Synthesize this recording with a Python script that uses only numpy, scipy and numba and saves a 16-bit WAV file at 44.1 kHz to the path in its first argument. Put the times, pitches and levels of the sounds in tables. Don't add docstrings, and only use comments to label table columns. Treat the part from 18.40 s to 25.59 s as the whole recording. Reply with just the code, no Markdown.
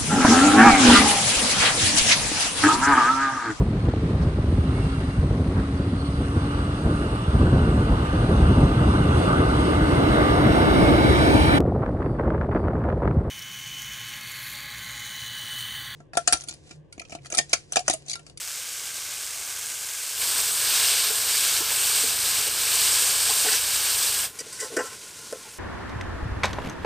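import sys
import numpy as np
from scipy import signal
from scipy.fft import rfft, irfft, next_fast_len
from scipy.io import wavfile
from scipy.ndimage import uniform_filter1d
from numba import njit

SR = 44100
rng = np.random.default_rng(int(sys.argv[2]) if len(sys.argv) > 2 else 0)


def output_pcm(signal):
    pcm = np.clip(np.atleast_2d(signal).T, -1, 1) * 32767
    wavfile.write(sys.argv[1], SR, np.round(pcm).astype(np.int16))


def volts_from_db(level):
    exponent = np.asarray(level, float) / 20
    return 10 ** exponent


N = 316880

# (frequency [Hz], density [dB per Hz])
REST_SPECTRUM = [(120, -63), (200, -30), (471, -18), (618, -18.5), (974, -15.5), (1150, -10.5),
                 (1400, -10.5), (1590, -3.5), (1840, -12.5), (2210, -6), (4030, -10), (8350, -2.5),
                 (10600, -6), (13400, 4), (15500, 0)]
STIRRED_SPECTRUM = [(120, -50.5), (200, -26), (288, -21), (446, -8), (535, -13), (1190, -8.5), (1630, -5.5),
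                    (1920, -13), (2760, -8), (4680, -3), (6620, -5), (8390, 4), (10600, -5.5), (13500, 2.5),
                    (15600, -7)]
DISTANT_SPECTRUM = [(120, -9), (200, -10.5), (463, -9.5), (691, -20), (799, -24), (860, -11), (942, -13),
                    (1070, -6.5), (1190, -17), (1430, -9), (1750, -10.5), (8870, 2), (15600, -14)]
# (frequency [Hz], width [Hz], gain [dB])
REST_BOWL = [(600, 900, 4.4), (440, 80, 2.5), (2100, 330, 1.4)]
STIRRED_BOWL = [(470, 37, -0.5), (1052, 28, 4), (1680, 120, 2.5), (1930, 98, 1), (2250, 290, 4),
                (2800, 780, 3.5)]
DISTANT_BOWL = [(447, 80, 4.7), (1040, 40, 4), (1420, 110, 6)]
# (low edge [Hz], high edge [Hz])
BUBBLE_BANDS = [(6500, 10500), (3000, 6500), (10500, 20000), (110, 1800), (1800, 3000)]
HZ = np.fft.rfftfreq(next_fast_len(N), 1 / SR)
BAND_SHARES = [1 / (1 + (lo / (HZ + 1)) ** 12) - 1 / (1 + (hi / (HZ + 1)) ** 12) for lo, hi in BUBBLE_BANDS]

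# (loudest moment [s], swell [dB], length [s], wetness [dB])
TURNS = [(1.932, 3, 0.18, -1), (2.15, 0.5, 0.055, -3.5), (2.462, 5.5, 0.3, 1.5), (2.74, .5, 0.076, -2),
         (2.9, 1.5, .06, 1), (3.066, 5, 0.15, 0.5), (3.37, 2, 0.11, 0.5), (3.56, 5.5, 0.17, -0.5),
         (3.95, 3.5, .2, 0.5), (4.25, 1.5, 0.089, 1), (4.425, 6.5, 0.15, 0), (4.63, 6, 0.12, -1.5),
         (4.879, 6, 0.14, -1), (5.05, 4, 0.087, -0.5), (5.143, 2.5, 0.054, 1.5), (5.42, 3, 0.22, 0),
         (5.698, 2.5, 0.32, -0.5)]
# (level over spray [dB], slope with swell [dB/dB], slope with wetness [dB/dB])
STIRRED_MIX = [(-1.5, -0.06, 0.96), (-3.5, -.5, 0.4), (-10.5, -0.3541, 0.17), (-9.5, -0.09, 1.8)]
# (level over spray [dB], slope with growth [dB/dB])
RESTING_MIX = [(-1.5, -0.54), (-8.5, .1), (-10.5, -.5), (-9.5, -.5)]
# (level over spray [dB], slope with change [dB/dB])
DISTANT_MIX = [(0, 0.1), (-9.5, -1.1), (-6, -.6), (-7.5, -.5)]
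STIRRED_DB, CUT_S, CUT_DB_PER_S = -30, 5.85, -400
RESTING_DB, SALT_S, SALT_DB_PER_S = -36.5, 0.75, 2.8
DISTANT_DB, WAKE_S, WAKE_DB, COOL_S, COOL_DB_PER_S = -44, 6.08, -19, 6.57, -4.5

# (frequency [Hz], level [dB], t60 [s])
LOW_MODES = [(253, -20.5, 0.16), (352, -21.5, 0.062), (395, -17, .04), (442, 6.5, 0.055),
             (512, -0.5, 0.072), (570, -3, 0.042), (670, -15, 0.079)]
MID_MODES = [(745, -5.5, 0.051), (873, -7, 0.094), (1026, -13, 0.2), (1053, -1, 0.055), (1330, -13, 0.25),
             (1500, -0.5, 0.062), (1597, -4.5, 0.049), (1774, -5.5, .08), (1956, -1, 0.065),
             (2224, -9, 0.04), (2530, -8, 0.06), (2830, -3, .04)]
# (frequency [Hz], level [dB], t60 [ms])
EDGE_MODES = [(3080, -14, 7), (4800, -4.5, 4.8), (5800, 1, 4.8), (7520, 4.5, 3.4), (9000, 3.5, 2.3),
              (12900, -6, 1.4)]
# (time [s], low peak [dB], middle over low [dB], rubbing time [s], middle pitch [Hz])
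KNOCKS = [(1.95, -42, 13, 0.013, 1500), (2.698, -32, 2, 0.011, 1060), (3.204, -33, 6, .012, 1050),
          (3.633, -28, -22, .008, 556), (3.978, -40, 8, .012, 1110), (4.064, -33, -2, 0.015, 800),
          (4.486, -42, -1, .012, 1268), (4.893, -36.5, 11, 0.021, 795), (5.043, -28, 3, .03, 780),
          (5.06, -40, 11, 0.033, 1330), (5.08, -37.5, 18, 0.012, 1790), (5.999, -35.5, -7, 0.013, 2300),
          (6.058, -38.5, -11, .009, 1500), (6.218, -32, -3, 0.038, 1850), (6.314, -32.5, -8, 0.034, 800),
          (6.365, -16, -1.5, 0.011, 1500), (6.38, -22, -0.5, 0.027, 1030), (6.385, -29.5, 7, .029, 1550),
          (6.435, -34.5, -10, .012, 1900), (6.51, -43, -1, 0.023, 1450), (6.925, -21.5, -11.5, .0025, 1450),
          (6.94, -36.5, -10, 0.027, 700), (7.06, -46, -6, .019, 650)]
# (time [s], rasp peak [dB], middle over rasp [dB], rubbing time [s], middle pitch [Hz])
SCRAPES = [(5.126, -16.5, -6, 0.012, 1480), (5.145, -18, -22, 0.017, 2500),
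           (5.988, -22.5, -20, 0.0095, 2230), (6.0, -20.5, -18, 0.013, 2300),
           (6.125, -27, -15, 0.011, 2000), (6.129, -31, -11, 0.11, 1500), (6.19, -33, 1, 0.016, 2050),
           (6.2, -18.5, -15, 0.017, 2050), (6.21, -24, -11, 0.053, 1010), (6.39, -28, -12, 0.084, 1330),
           (6.456, -30.5, -6, 0.026, 1330), (6.514, -37, -5, 0.036, 1450)]
KNOCK_EDGE_DB, EDGE_DB_PER_OCTAVE = -7, 8.5
SCRAPE_LOW_DB, RASP_OVER_PITCH, RASP_DB_PER_OCTAVE, BODY_DB_PER_OCTAVE = -22, 2.8, 1, 24.5
# (time [s], length [s], level [dB], start pitch [Hz], end
# pitch [Hz])
SQUEALS = [(5.125, .03, -28, 4800, 4750), (5.99, 0.038, -39, 4800, 4700), (5.989, .03, -46, 2300, 2250),
           (6.09, .13, -48, 4450, 4350), (6.125, .15, -51, 1050, 1000), (6.195, .1, -42, 2080, 1760),
           (6.2, .045, -44, 3080, 3000), (6.41, 0.16, -43, 1360, 1320), (6.41, 0.19, -44, 1048, 1040),
           (7.05, 0.037, -46, 880, 860), (6.215, .09, -42, 500, 520), (6.3, .06, -42, 480, 470)]
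SQUEAL_WIDTH_HZ = 40

# (multiple [1], level [dB])
ENGINE_MULTIPLES = [(2, -60.5), (3, -58.5), (4, -61.5), (5, -74), (6, -71), (8, -73)]
# (time [s], cycle rate [Hz], load [dB], tilt [dB added to multiples above the
IDLING = [
    (0, 24.5, -13, 3),
    (.66, 26.6, -7.5, -1),
    (.9, 25.23, -10.5, -2),
    (1.3, 27.9, -9, 2.5),
    (1.7, 27.05, -14, 1.5),
]
PULLING = [
    (1.8, 24.33, -5.5, 7),
    (2.97, 25.6, -2.5, 4),
    (3.5, 26.1, -1, 4),
    (3.75, 26.6, 1, 1.5),
    (4.3, 27.7, 1, .5),
    (4.6, 29, 0.5, -1),
    (4.84, 30.1, 0, -2),
    (5.21, 29.46, -1, -5),
    (5.57, 27.04, 0, 0),
    (5.88, 29.9, 0, -1.5),
]
# (frequency [Hz], level [dB])
AIR_SPECTRUM = [(15, -30), (25, -8), (45, -10), (90, -0.5), (140, -2), (220, -9), (350, -6), (600, -6.5),
                (1000, -12.5), (1600, -31)]
RUMBLE_DB, RUMBLE_FOLLOWS, DISTANT_RUMBLE_DB = -51, 0.88, -56.5
TOP_HZ = 15520


def level(x, db):
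    return x * volts_from_db(db) / np.sqrt(np.mean(x ** 2))


def fade(t0, t1):
    return np.clip((np.arange(N) / SR - t0) / (t1 - t0), 0, 1)


def walk(rate):
    k = int(SR / rate)
    held = np.repeat(rng.standard_normal(N // k + 1), k)[:N]
    return 0.76 * uniform_filter1d(uniform_filter1d(held, k), k)


def colour(points, peaks=()):
    log_hz, points_db = np.log(np.array(points)[:, 0]), np.array(points)[:, 1]
    db = np.interp(np.log(HZ + 1), log_hz, points_db)
    db = db + sum(gain / (1 + (2 * (HZ - hz) / width) ** 2) for hz, width, gain in peaks)
    cepstrum = irfft(db * np.log(10) / 20)
    half = len(cepstrum) // 2
    cepstrum[1:half] *= 2
    cepstrum[half + 1:] = 0
    return np.exp(rfft(cepstrum))


def sizes(u, spread_db):
    return volts_from_db(spread_db * np.minimum(-np.log(1 - u), 4.5))


@njit
def grains(start, hz, cycles, size, glide, n):
    y = np.zeros(n + 2000)
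    for k in range(len(start)):
        w = 2 * np.pi * hz[k] / SR
        z, step = size[k] + 0j, np.exp(1j * w - hz[k] / SR / cycles[k])
        rise = np.exp(1j * w * glide * hz[k] / SR)
        for i in range(min(int(5 * cycles[k] * SR / hz[k]), 2000)):
            y[start[k] + i] += z.imag
            z *= step
            step *= rise
    return y[:n]


def steam():
    hiss = rng.standard_normal(N) * volts_from_db(0.84 * walk(160))
    chance, polarity, size = rng.random(size=(3, N))
    pops = (chance < 900 / SR) * np.sign(polarity - 0.5) * sizes(size, 2.6)
    when, pitch, size, damping = rng.random((30000, 4)).T
    hz = 600 + 15000 * pitch
    start = (when * N).astype(np.int64)
    bubbles = grains(start, hz, 2.8 * (0.5 + damping), sizes(size, 2.5) * np.sqrt(hz), 0.019, N)
    return hiss, level(pops, 0), level(bubbles, 0)


def stirred():
    t, swell, wet = np.arange(N) / SR, 0, 0
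    for s, db, length, wet_db in TURNS:
        bump = np.exp(-((t - s) / length) ** 2)
        swell, wet = swell + db * bump, wet + wet_db * bump
    spray_db = STIRRED_DB + swell + CUT_DB_PER_S * np.clip(t - CUT_S, 0, 0.08)
    return [spray_db] + [db + a * swell + b * wet for db, a, b in STIRRED_MIX]


def resting():
    growth = SALT_DB_PER_S * np.clip(np.arange(N) / SR - SALT_S, 0, 1.1)
    return [RESTING_DB + growth] + [db + a * growth for db, a in RESTING_MIX]


def distant():
    cooling = COOL_DB_PER_S * np.maximum(np.arange(N) / SR - COOL_S, 0)
    change = WAKE_DB * (1 - fade(5.63, WAKE_S)) + cooling
    return [DISTANT_DB + change] + [db + a * change for db, a in DISTANT_MIX]


def sizzle(kinds, columns, response, pop_db, bubble_db, flicker_db):
    hiss, pops, bubbles = kinds
    raw = hiss + volts_from_db(pop_db) * pops + volts_from_db(bubble_db) * bubbles
    spectrum = rfft(raw, 2 * len(HZ) - 2) * response
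    spray_db, *over = columns
    spray_db = spray_db - 0.9 + 1.14 * flicker_db * walk(35)
    out = 0
    for share, db in zip(BAND_SHARES, [0] + over):
        band = irfft(spectrum * share)[:N]
        out = out + level(band, spray_db + db + flicker_db * walk(13))
    return out


def bank(modes, t):
    hz, db, t60 = np.transpose(modes)[:, :, None]
    sign = (-1.) ** np.arange(len(hz))[:, None]
    return sign * volts_from_db(db) * np.sin(2 * np.pi * hz * t) * np.exp(-np.log(1000) * t / t60)


def ring(force, modes, tilt_db, peak_db):
    y = signal.fftconvolve(force, volts_from_db(tilt_db) @ modes)[:len(force)]
    return y * volts_from_db(peak_db) / np.abs(y).max()


def spatula():
    out, t = np.zeros(N + SR), np.arange(int(0.4 * SR)) / SR
    low, mid = bank(LOW_MODES, t), bank(MID_MODES, t)
    rasp = bank(np.array(EDGE_MODES) / [1, 1, 1000], t)
    low_hz, mid_mode_hz, edge_hz = [np.array(m)[:, 0] for m in (LOW_MODES, MID_MODES, EDGE_MODES)]
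    contacts = []
    for s, db, over, rub, hz in KNOCKS:
        top_db = db + KNOCK_EDGE_DB + EDGE_DB_PER_OCTAVE * np.log2(hz / 1000)
        contacts.append((s, db, db + over, top_db, rub, hz))
    for s, db, over, rub, hz in SCRAPES:
        contacts.append((s, db + SCRAPE_LOW_DB, db + over, db, rub, hz))
    for s, low_db, mid_db, top_db, rub, mid_hz in contacts:
        grit = rng.standard_normal((2, len(t)))
        chance = 1.5 * rng.standard_normal(size=(2, 7))
        contact = np.minimum(t / (0.00064 + 0.062 * rub), 1) / (1 + (t / rub) ** 6)
        blow = np.exp(-t / 0.00017) * 2.9 * np.exp(-rub / 0.011)
        force = blow + contact * grit[0] * (0.48 + np.abs(grit[1]))
        near_db = -14 * np.abs(np.log2(mid_mode_hz / mid_hz))
        body_db = BODY_DB_PER_OCTAVE * np.log2(low_hz / 450) * min(np.log2(mid_hz / 1000), 0)
        edge_db = RASP_DB_PER_OCTAVE * np.abs(np.log2(edge_hz / mid_hz / RASP_OVER_PITCH))
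        sound = ring(force, low, chance[0] + body_db, low_db)
        sound += ring(force, mid, near_db, mid_db)
        sound += ring(force, rasp, chance[1, :len(edge_hz)] + edge_db, top_db)
        out[int(s * SR):][:len(t)] += sound
    return signal.sosfilt(signal.butter(4, 230, "highpass", fs=SR, output="sos"), out[:N])


def squeals():
    out = np.zeros(N + SR)
    for s, length, db, start_hz, end_hz in SQUEALS:
        u = np.arange(int(length * SR)) / (length * SR)
        noise = rng.standard_normal(size=(2, SR // 4))
        waver = uniform_filter1d(noise, int(SR / SQUEAL_WIDTH_HZ))[:, :len(u)]
        phase = 2 * np.pi * np.cumsum(start_hz + (end_hz - start_hz) * u) / SR
        tone = level(waver[0] * np.sin(phase) + waver[1] * np.cos(phase), db)
        out[int(s * SR):][:len(u)] += tone * np.minimum(8 * u, 1) * (1 - u)
    return out[:N]


def curve(table):
    s, *columns = np.transpose(table)
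    return [np.interp(np.arange(N) / SR, s, c) for c in columns]


def outdoors():
    noise = rng.standard_normal(N)
    rumble = irfft(rfft(noise, 2 * len(HZ) - 2) * colour(AIR_SPECTRUM))[:N]
    hz, load_db, tilt_db = curve(list(IDLING) + list(PULLING))
    phase = 2 * np.pi * np.cumsum(hz * (1 + 0.002 * walk(8))) / SR
    engine = 0
    for k, db in ENGINE_MULTIPLES:
        tone_db = db + load_db + tilt_db * np.clip(k - 3, -1, 1) + 1.1 * walk(4.52)
        engine = engine + np.sqrt(2) * volts_from_db(tone_db) * np.sin(k * phase)
    gone = fade(5.86, 5.92)
    rumble_db = (RUMBLE_DB + RUMBLE_FOLLOWS * load_db) * (1 - gone) + DISTANT_RUMBLE_DB * gone
    return level(rumble, rumble_db) + engine * (1 - gone)


def scene():
    kinds = steam()
    rest = sizzle(kinds, resting(), colour(REST_SPECTRUM, REST_BOWL), -2.5, -4.0, 0.45)
    rest = rest * (1 - fade(1.75, 1.79))
    near = sizzle(kinds, stirred(), colour(STIRRED_SPECTRUM, STIRRED_BOWL), -12.5, -6.0, 0.72)
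    near = near * fade(1.746, 1.813) * (1 - fade(5.9, 5.94))
    far = sizzle(kinds, distant(), colour(DISTANT_SPECTRUM, DISTANT_BOWL), -6.0, -8.0, 1.6)
    far = volts_from_db(-1.5) * far * fade(5.86, 5.91)
    return np.tile(rest + near + far + outdoors() + spatula() + squeals(), (2, 1))


def top_cut(x):
    return signal.sosfilt(signal.butter(12, 16150, fs=SR, output="sos"), x)


def record(dry):
    low_pass = signal.ellip(12, 0.3, 80, TOP_HZ, fs=SR, output="sos")
    mix = signal.sosfilt(low_pass, dry)
    return top_cut(mix)


dry = scene()
out = record(dry)
output_pcm(out)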